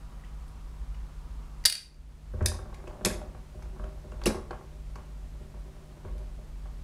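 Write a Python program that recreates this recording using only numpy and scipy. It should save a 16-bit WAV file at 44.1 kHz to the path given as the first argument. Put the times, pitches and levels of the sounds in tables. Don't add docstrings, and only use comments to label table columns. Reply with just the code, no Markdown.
import sys
import numpy as np
from scipy import signal
from scipy.fft import rfft, irfft
from scipy.io import wavfile

SR = 44100
rng = np.random.default_rng(int(sys.argv[2]) if len(sys.argv) > 2 else 0)


def wrap_up_sound(samples):
    columns = np.atleast_2d(samples).T
    tamed = np.clip(columns, -1, 1)
    steps = np.round(tamed * 32767).astype(np.int16)
    wavfile.write(sys.argv[1], SR, steps)


def volts_from_decibels(level):
    exponent = np.asarray(level, float) / 20
    return 10 ** exponent


N = 301203

# t/s, gear ticking level/dB, motor hum level/dB
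DRIVE = [(0, -65, -38), (.9, -68, -36), (1.5, -68, -37), (1.7, -78, -45), (2.28, -86, -34.5),
         (2.46, -38, -32), (2.651, -57, -41), (3.05, -46.5, -38.5), (3.15, -40, -32.5), (3.4, -65.5, -41),
         (3.8, -53, -37), (4.17, -59.5, -37), (4.321, -34, -28), (4.481, -61, -41.5), (5.301, -64.5, -34),
         (5.85, -58.5, -47.5), (6.118, -58, -34), (6.83, -67.5, -36.5)]
# multiple of mains frequency, rms level/dB
MAINS_HARMONICS = [(2, -70.5), (3, -55.5), (4, -66.5), (5, -68), (6, -83.5), (7, -81)]
# f/Hz, level/dB per Hz
FLOOR_SPECTRUM = [(20, 6.5), (55, -1.5), (75, -13.5), (110, -20), (160, -21.5), (255, -28), (500, -32.5),
                  (1100, -36), (1500, -39.5), (2500, -42.5), (9140, -49.5), (13000, -56), (16000, -58.5)]
# f/Hz, level/dB, t60/s
CABINET_MODES = [(72, 0, .35), (86, 0, .4), (118, -7, .2), (165, -11, .1), (218, 4, .28), (281, -10, .1),
                 (356, 0, .1), (405, -4, .1), (457, -2, .08), (513, -3, .07), (613, 0, .08), (740, -5, .05),
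                 (865, -3, .05), (1085, -2, .05), (1170, -4, .04), (1340, -4, .03), (1600, -6, .03)]
# f/Hz, level/dB, t60/s
GEARCASE_MODES = [(385, -23, .04), (608, -30, .04)]
TEETH_DB = [-30, -33.5, -42, -33, -58]
# t/s, level at 300-550 Hz/dB, boom under 150 Hz/dB, thud 150-300 Hz/dB, tap above 700 Hz/dB
BLOWS = [(1.652, -52.5, -11, 2.5, 14.5), (2.336, -32, 4.5, -6, -7.5), (2.408, -25, 11, -3, -2.5),
         (2.463, -31.5, 13, -8, -15), (2.516, -39, 8, -17, 9.5), (2.589, -37, 2, -10, 1.5),
         (2.873, -35.5, -5, -22, -2.5), (3.048, -24, -29, -11, -2), (3.061, -17, -18, -5, -9.5),
         (3.072, -38, -16, 16, 5), (3.104, -30, -5, -8, -15), (4.261, -14, -30, -36, -8),
         (4.271, -15.5, -11, 0, -10), (4.302, -25.5, -12.5, -12, -1), (4.344, -36, 6, -8, 6),
         (4.507, -32, -14, -25, 5), (6.048, -36, 3, -11.5, -3)]
# t/s, level at 300-550 Hz/dB, tap above 700 Hz/dB
NUDGES = [(.125, -62.5, 16.5), (2.655, -42, 2.5), (2.726, -46.5, 6.5), (2.8, -46.5, 4.5), (2.908, -46, 6.5),
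          (2.974, -43.5, -10), (3.013, -40.5, -0.5), (3.231, -57.5, 8.5), (3.346, -46, 6.5),
          (3.549, -42.5, -25), (3.622, -52.5, 10), (3.655, -48, 1), (3.766, -45, -2.5), (3.795, -41.5, 3),
          (3.839, -38.5, 2.5), (4.044, -41, -14.5), (4.119, -40, 1), (4.215, -47, 11), (4.528, -43.5, 8),
          (4.608, -56.5, 14), (4.956, -46.5, 9.5), (4.984, -56, 10.5), (5.405, -46.5, -21),
          (5.541, -44.5, 0.5), (5.679, -52, -8), (6.02, -56, -12.5), (6.084, -45, 1), (6.15, -43.5, -15),
          (6.386, -45.5, -22), (6.655, -52, 10.5)]
# t/s, peak level/dB, f/Hz, t60/s
PAWL_TICKS = [(0.195, -57, 1900, .03), (0.238, -48, 1950, 0.033), (0.944, -56, 2910, 0.045),
              (2.74, -54, 3890, 0.037), (2.873, -44, 2600, 0.02), (3.103, -31.5, 1684, 0.041),
              (3.839, -51.5, 3125, .02), (4.12, -52.5, 2740, 0.032), (4.217, -52, 2800, 0.029),
              (4.2588, -21, 2790, 0.026), (4.509, -41.5, 4340, 0.01), (4.956, -49.5, 4470, 0.013),
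              (6.083, -58.5, 2195, 0.026)]
# t/s, level/dB, dullness/dB
SCUFFS = [(.245, -70, 16), (.48, -67, -5), (0.945, -71, 11), (2.424, -59.5, 7.5), (2.743, -56.5, 6),
          (2.876, -61, 9.5), (3.111, -59, 16), (3.623, -58.5, 2), (3.841, -68.5, 13.5),
          (4.117, -67.5, 11.5), (4.215, -68, 18.5), (4.509, -62.5, 11), (4.956, -58, 6.5), (6.18, -60.5, 0)]
# t/s, level/dB, below 2.5 kHz/dB, above 7 kHz/dB
TRIP = [
    (1.639, -50.5, 6, 0),
    (1.652, -18, -2, -6.5),
    (1.656, -14, -0.5, 4.5),
    (1.661, -16, -10, -2),
    (1.666, -28, -2.5, -5),
    (1.698, -18.5, -15, 1),
    (1.7233, -18.5, -3.5, -0.5),
    (1.752, -28, 3.5, -27),
    (1.943, -60, 2, -8),
    (4.237, -45, -6, -11),
]
# t/s, level/dB, below 2.5 kHz/dB, above 7 kHz/dB
LATCH = [
    (2.4579, -28.5, -2, 5),
    (2.46, -21.5, 1, -4.5),
    (2.484, -40.5, -13, 8),
]
# t/s, level/dB, rattle/s, below 2.5 kHz/dB, above 7 kHz/dB
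DROPS = [
    (3.0485, -21.5, 0.0034, -2.5, -12.5),
    (3.056, -32, 0.0064, 5.5, 5),
    (4.2564, -36.5, 0.0046, 7, 6),
    (4.262, -31.5, 0.0082, -8.5, -12),
    (4.271, -41.5, 0.0047, 13, 9.5),
]
# f/Hz, level/dB per Hz
CRACK_SPECTRUM = [(500, -36.5), (1000, -26.5), (1600, -5.5), (2500, 4), (5000, 4.5), (10500, 9),
                  (12500, 4.5), (14000, -14.5), (15800, -13.5), (16600, -39)]
# f/Hz, level/dB, t60/s
STEEL_MODES = [(2130, -30, .015), (2880, -28, .04), (3550, -30, .015), (6110, -27, .012)]
# f/Hz, level/dB, t60/s
STUB_MODES = [(7800, -22, .008), (8250, -26, .015), (9550, -19, .015), (9850, -20, .03), (11900, -19, .008)]
# f/Hz, level/dB, t60/s
SPRING_MODES = [(4570, -4, .02), (4680, -1, .03), (4813, -8, .08), (4890, -6, .025)]
# f/Hz, t60/s
ROOM_DECAY = [(150, 0.34), (600, 0.4), (2000, 0.38), (6000, 0.3), (11000, 0.3), (15000, 0.05)]

MAINS_HZ, RUMBLE_DB, FLOOR_DB = 49.96, 0, -48.5
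GEARS_MESH_S = 2.33
IDLER_DB, IDLER_STOPS_S = -66, 1.652
BLOW_BOARD_DB = -4.5
NUDGE_BOOM_DB, NUDGE_THUD_DB, NUDGE_BOARD_DB = 0, -5.5, 2
TRIP_RATTLE_S, TRIP_SPRING_DB = 0.0022, -1
LATCH_RATTLE_S, LATCH_SPRING_DB = 0.0024, -16
SCUFF_RATTLE_S, SCUFF_SPRING_DB = .005, -22
DROP_SPRING_DB = -25
TOP_DB, TOP_FOLLOWS_SPRING = 7, 0.17
ROOM_DB, TICK_ROOM_SHARE = -6, .4
DUCK_OVER_DB, DUCK_SHARE, RECOVER_DB_S, ATTACK_S = -16, .7, 14.5, .025


def rms_one(x):
    return x / np.sqrt(np.mean(x ** 2) + 1e-20)


def at_hz(points, hz):
    p = np.array(points)
    return np.interp(np.log(np.maximum(hz, 1)), np.log(p[:, 0]), p[:, 1])


def coloured(x, spectrum):
    size = 8192
    cepstrum = irfft(np.log(volts_from_decibels(at_hz(spectrum, np.fft.rfftfreq(size, 1 / SR)))))
    cepstrum[1:size // 2] *= 2
    cepstrum[size // 2 + 1:] = 0
    impulse = irfft(np.exp(rfft(cepstrum)))
    return signal.fftconvolve(x, impulse)[:N]


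def band(x, low_hz, high_hz):
    return signal.sosfilt(signal.butter(2, [low_hz, high_hz], "band", fs=SR, output="sos"), x)


def ring(force, hz, t60):
    r = volts_from_decibels(-60 / (max(t60, .005) * SR))
    w = 2 * np.pi * hz / SR
    return signal.lfilter([0, np.sin(w)], [1, -2 * r * np.cos(w), r * r], force + 1e-18)


def contacts(events, levels_db, grains):
    out, t = np.zeros(N), np.arange(2000) / SR
    for (s, rattle_s), db in zip(events, levels_db):
        i = round(s * SR)
        shape = (1 - np.exp(-t / .0006)) * np.exp(-t / max(rattle_s, .002))
        out[i:i + 2000] += volts_from_decibels(db) * shape * grains[i:i + 2000]
    return out


def hum_and_floor(motor_db):
    t = np.arange(N) / SR
    hum = sum(volts_from_decibels(db) * np.sqrt(2) * np.sin(2 * np.pi * (k * MAINS_HZ * t + rng.random()))
              for k, db in MAINS_HARMONICS)
    rumble = rms_one(band(rng.standard_normal(N), 36, 58))
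    motor = np.sqrt(2) * np.sin(2 * np.pi * MAINS_HZ * t) + volts_from_decibels(RUMBLE_DB) * rumble
    motor *= volts_from_decibels(motor_db - 7)
    hiss = coloured(rng.standard_normal(N), FLOOR_SPECTRUM)
    hiss = signal.sosfilt(signal.butter(2, 60, "high", fs=SR, output="sos"), hiss)
    deep = rms_one(band(rng.standard_normal(N), 24, 44)) * volts_from_decibels(-51)
    return hum + motor + deep + volts_from_decibels(FLOOR_DB) * rms_one(hiss)


def gear_teeth(gear_db):
    struck = rng.random(N) < 150 / SR
    hardness = volts_from_decibels(3.7 * np.minimum(rng.exponential(1, N), 4))
    return rms_one(struck * hardness * rng.choice([-1, 1], N)) * volts_from_decibels(gear_db)


def knocks():
    rows = [(s, db, boom, thud, BLOW_BOARD_DB, tap) for s, db, boom, thud, tap in BLOWS]
    return rows + [(s, db, NUDGE_BOOM_DB, NUDGE_THUD_DB, NUDGE_BOARD_DB, tap) for s, db, tap in NUDGES]


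def cabinet(gear_db):
    s, db, boom_db, thud_db, board_db, tap_db = np.transpose(knocks())
    at = np.round(s * SR).astype(int)
    teeth = gear_teeth(gear_db)
    meshed = np.arange(N) > GEARS_MESH_S * SR
    scatter_db = 2 * rng.standard_normal((len(s), len(CABINET_MODES)))
    side = rng.choice([-1, 1], len(s))
    out = sum(volts_from_decibels(mode_db) * ring(teeth * meshed, hz, t60) for hz, mode_db, t60 in GEARCASE_MODES)
    for k, (hz, mode_db, t60) in enumerate(CABINET_MODES):
        part = np.searchsorted([150, 300, 550, 700], hz)
        part_db = [boom_db, thud_db, 0, board_db, tap_db][part]
        force = teeth * volts_from_decibels(TEETH_DB[part]) * meshed
        force[at] += side * volts_from_decibels(db + part_db + scatter_db[:, k])
        swell = np.exp(-hz / (.35 * SR))
        force = signal.lfilter([1 - swell], [1, -swell], force)
        out += (-1) ** k * volts_from_decibels(mode_db) * ring(force, hz, t60)
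    rattle = contacts(np.c_[s, s * 0 + .012], db + tap_db - 1.0, rng.standard_normal(N))
    out += band(rattle, 500, 1570) + volts_from_decibels(8.5) * band(teeth, 300, 865)
    idling = np.arange(N) < IDLER_STOPS_S * SR
    out += volts_from_decibels(IDLER_DB) * idling * rms_one(band(rng.standard_normal(N), 800, 1350))
    return signal.sosfilt(signal.butter(2, 2600, fs=SR, output="sos"), out)


def pawls():
    out, t = np.zeros(N), np.arange(4000) / SR
    for s, db, hz, t60 in PAWL_TICKS:
        i = round(s * SR)
        envelope = volts_from_decibels(db - 60 * t / t60) * (1 - np.exp(-t / 0.000082))
        out[i:i + 4000] += envelope * np.sin(2 * np.pi * hz * t)
    return out


def snaps():
    rows = [(s, db, TRIP_RATTLE_S, low, high, TRIP_SPRING_DB) for s, db, low, high in TRIP]
    rows += [(s, db, LATCH_RATTLE_S, low, high, LATCH_SPRING_DB) for s, db, low, high in LATCH]
    rows += [(*row, DROP_SPRING_DB) for row in DROPS]
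    return rows + [(s, db, SCUFF_RATTLE_S, dull, -dull - 3, SCUFF_SPRING_DB) for s, db, dull in SCUFFS]


def levers():
    s, db, rattle_s, low_db, high_db, spring_db = np.transpose(snaps())
    when = np.c_[s, rattle_s]
    grains = rng.standard_normal((3, N))
    top_db = db + high_db + TOP_DB + TOP_FOLLOWS_SPRING * spring_db
    crack = band(contacts(when, db + low_db + 12, grains[0]), 800, 2500)
    crack += band(contacts(when, db + 7, grains[0]), 2500, 7000)
    crack += band(contacts(when, db + high_db + 5, grains[0]), 7000, 12000)
    crack += band(contacts(when, top_db, grains[0]), 12000, 19000)

    pluck = [contacts(when, db + spring_db, g) for g in grains[1:]]
    bright = contacts(when, db + high_db + 0.056 * spring_db - 6.0, grains[1])
    parts = np.zeros(N)
    for k, (hz, mode_db, t60) in enumerate(STEEL_MODES):
        parts += volts_from_decibels(mode_db + 6.0) * ring(pluck[k % 2], hz, t60)
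    for hz, mode_db, t60 in STUB_MODES:
        parts += volts_from_decibels(mode_db) * ring(bright, hz, t60)
    for k, (hz, mode_db, t60) in enumerate(SPRING_MODES):
        parts += volts_from_decibels(mode_db - 12.0) * ring(pluck[k % 2], hz, t60)
    parts = signal.sosfilt(signal.butter(1, 1200, "high", fs=SR, output="sos"), parts)
    return volts_from_decibels(3.5) * coloured(crack, CRACK_SPECTRUM) + parts


def room(x):
    t = np.arange(SR // 2) / SR
    tail = np.zeros(len(t))
    for hz in 125 * 2.0 ** np.arange(0, 7.1, .5):
        noise = band(rng.standard_normal(len(t)), hz / 1.25, hz * 1.25)
        tail += noise * volts_from_decibels(-60 * t / at_hz(ROOM_DECAY, hz))
    tail *= np.clip((t - .003) / 0.0013, 0, 1)
    return volts_from_decibels(ROOM_DB) * signal.fftconvolve(x, tail / np.sqrt(np.sum(tail ** 2)))[:N]


def scene():
    s, gear_db, motor_db = np.transpose(DRIVE)
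    t = np.arange(N) / SR
    deck = levers() + cabinet(np.interp(t, s, gear_db))
    ticks = pawls()
    reverb = room(deck + TICK_ROOM_SHARE * ticks)
    background = hum_and_floor(np.interp(t, s, motor_db))
    return (deck + ticks + reverb + background)[None]


def top_cut(x):
    return signal.sosfilt(signal.butter(12, 16510, fs=SR, output="sos"), x)


def record(dry):
    peak_db = 20 * np.log10(np.abs(dry[0]) + 1e-9)
    over = np.maximum(peak_db - DUCK_OVER_DB, 0) * DUCK_SHARE
    ramp = RECOVER_DB_S * np.arange(N) / SR
    duck_db = np.maximum.accumulate(over + ramp) - ramp
    r = np.exp(-1 / (ATTACK_S * SR))
    mix = dry * volts_from_decibels(-signal.lfilter([1 - r], [1, -r], duck_db))
    mix = signal.sosfilt(signal.cheby2(8, 40, 16600, fs=SR, output="sos"), mix)
    return top_cut(mix)


dry = scene()
out = record(dry)
wrap_up_sound(out)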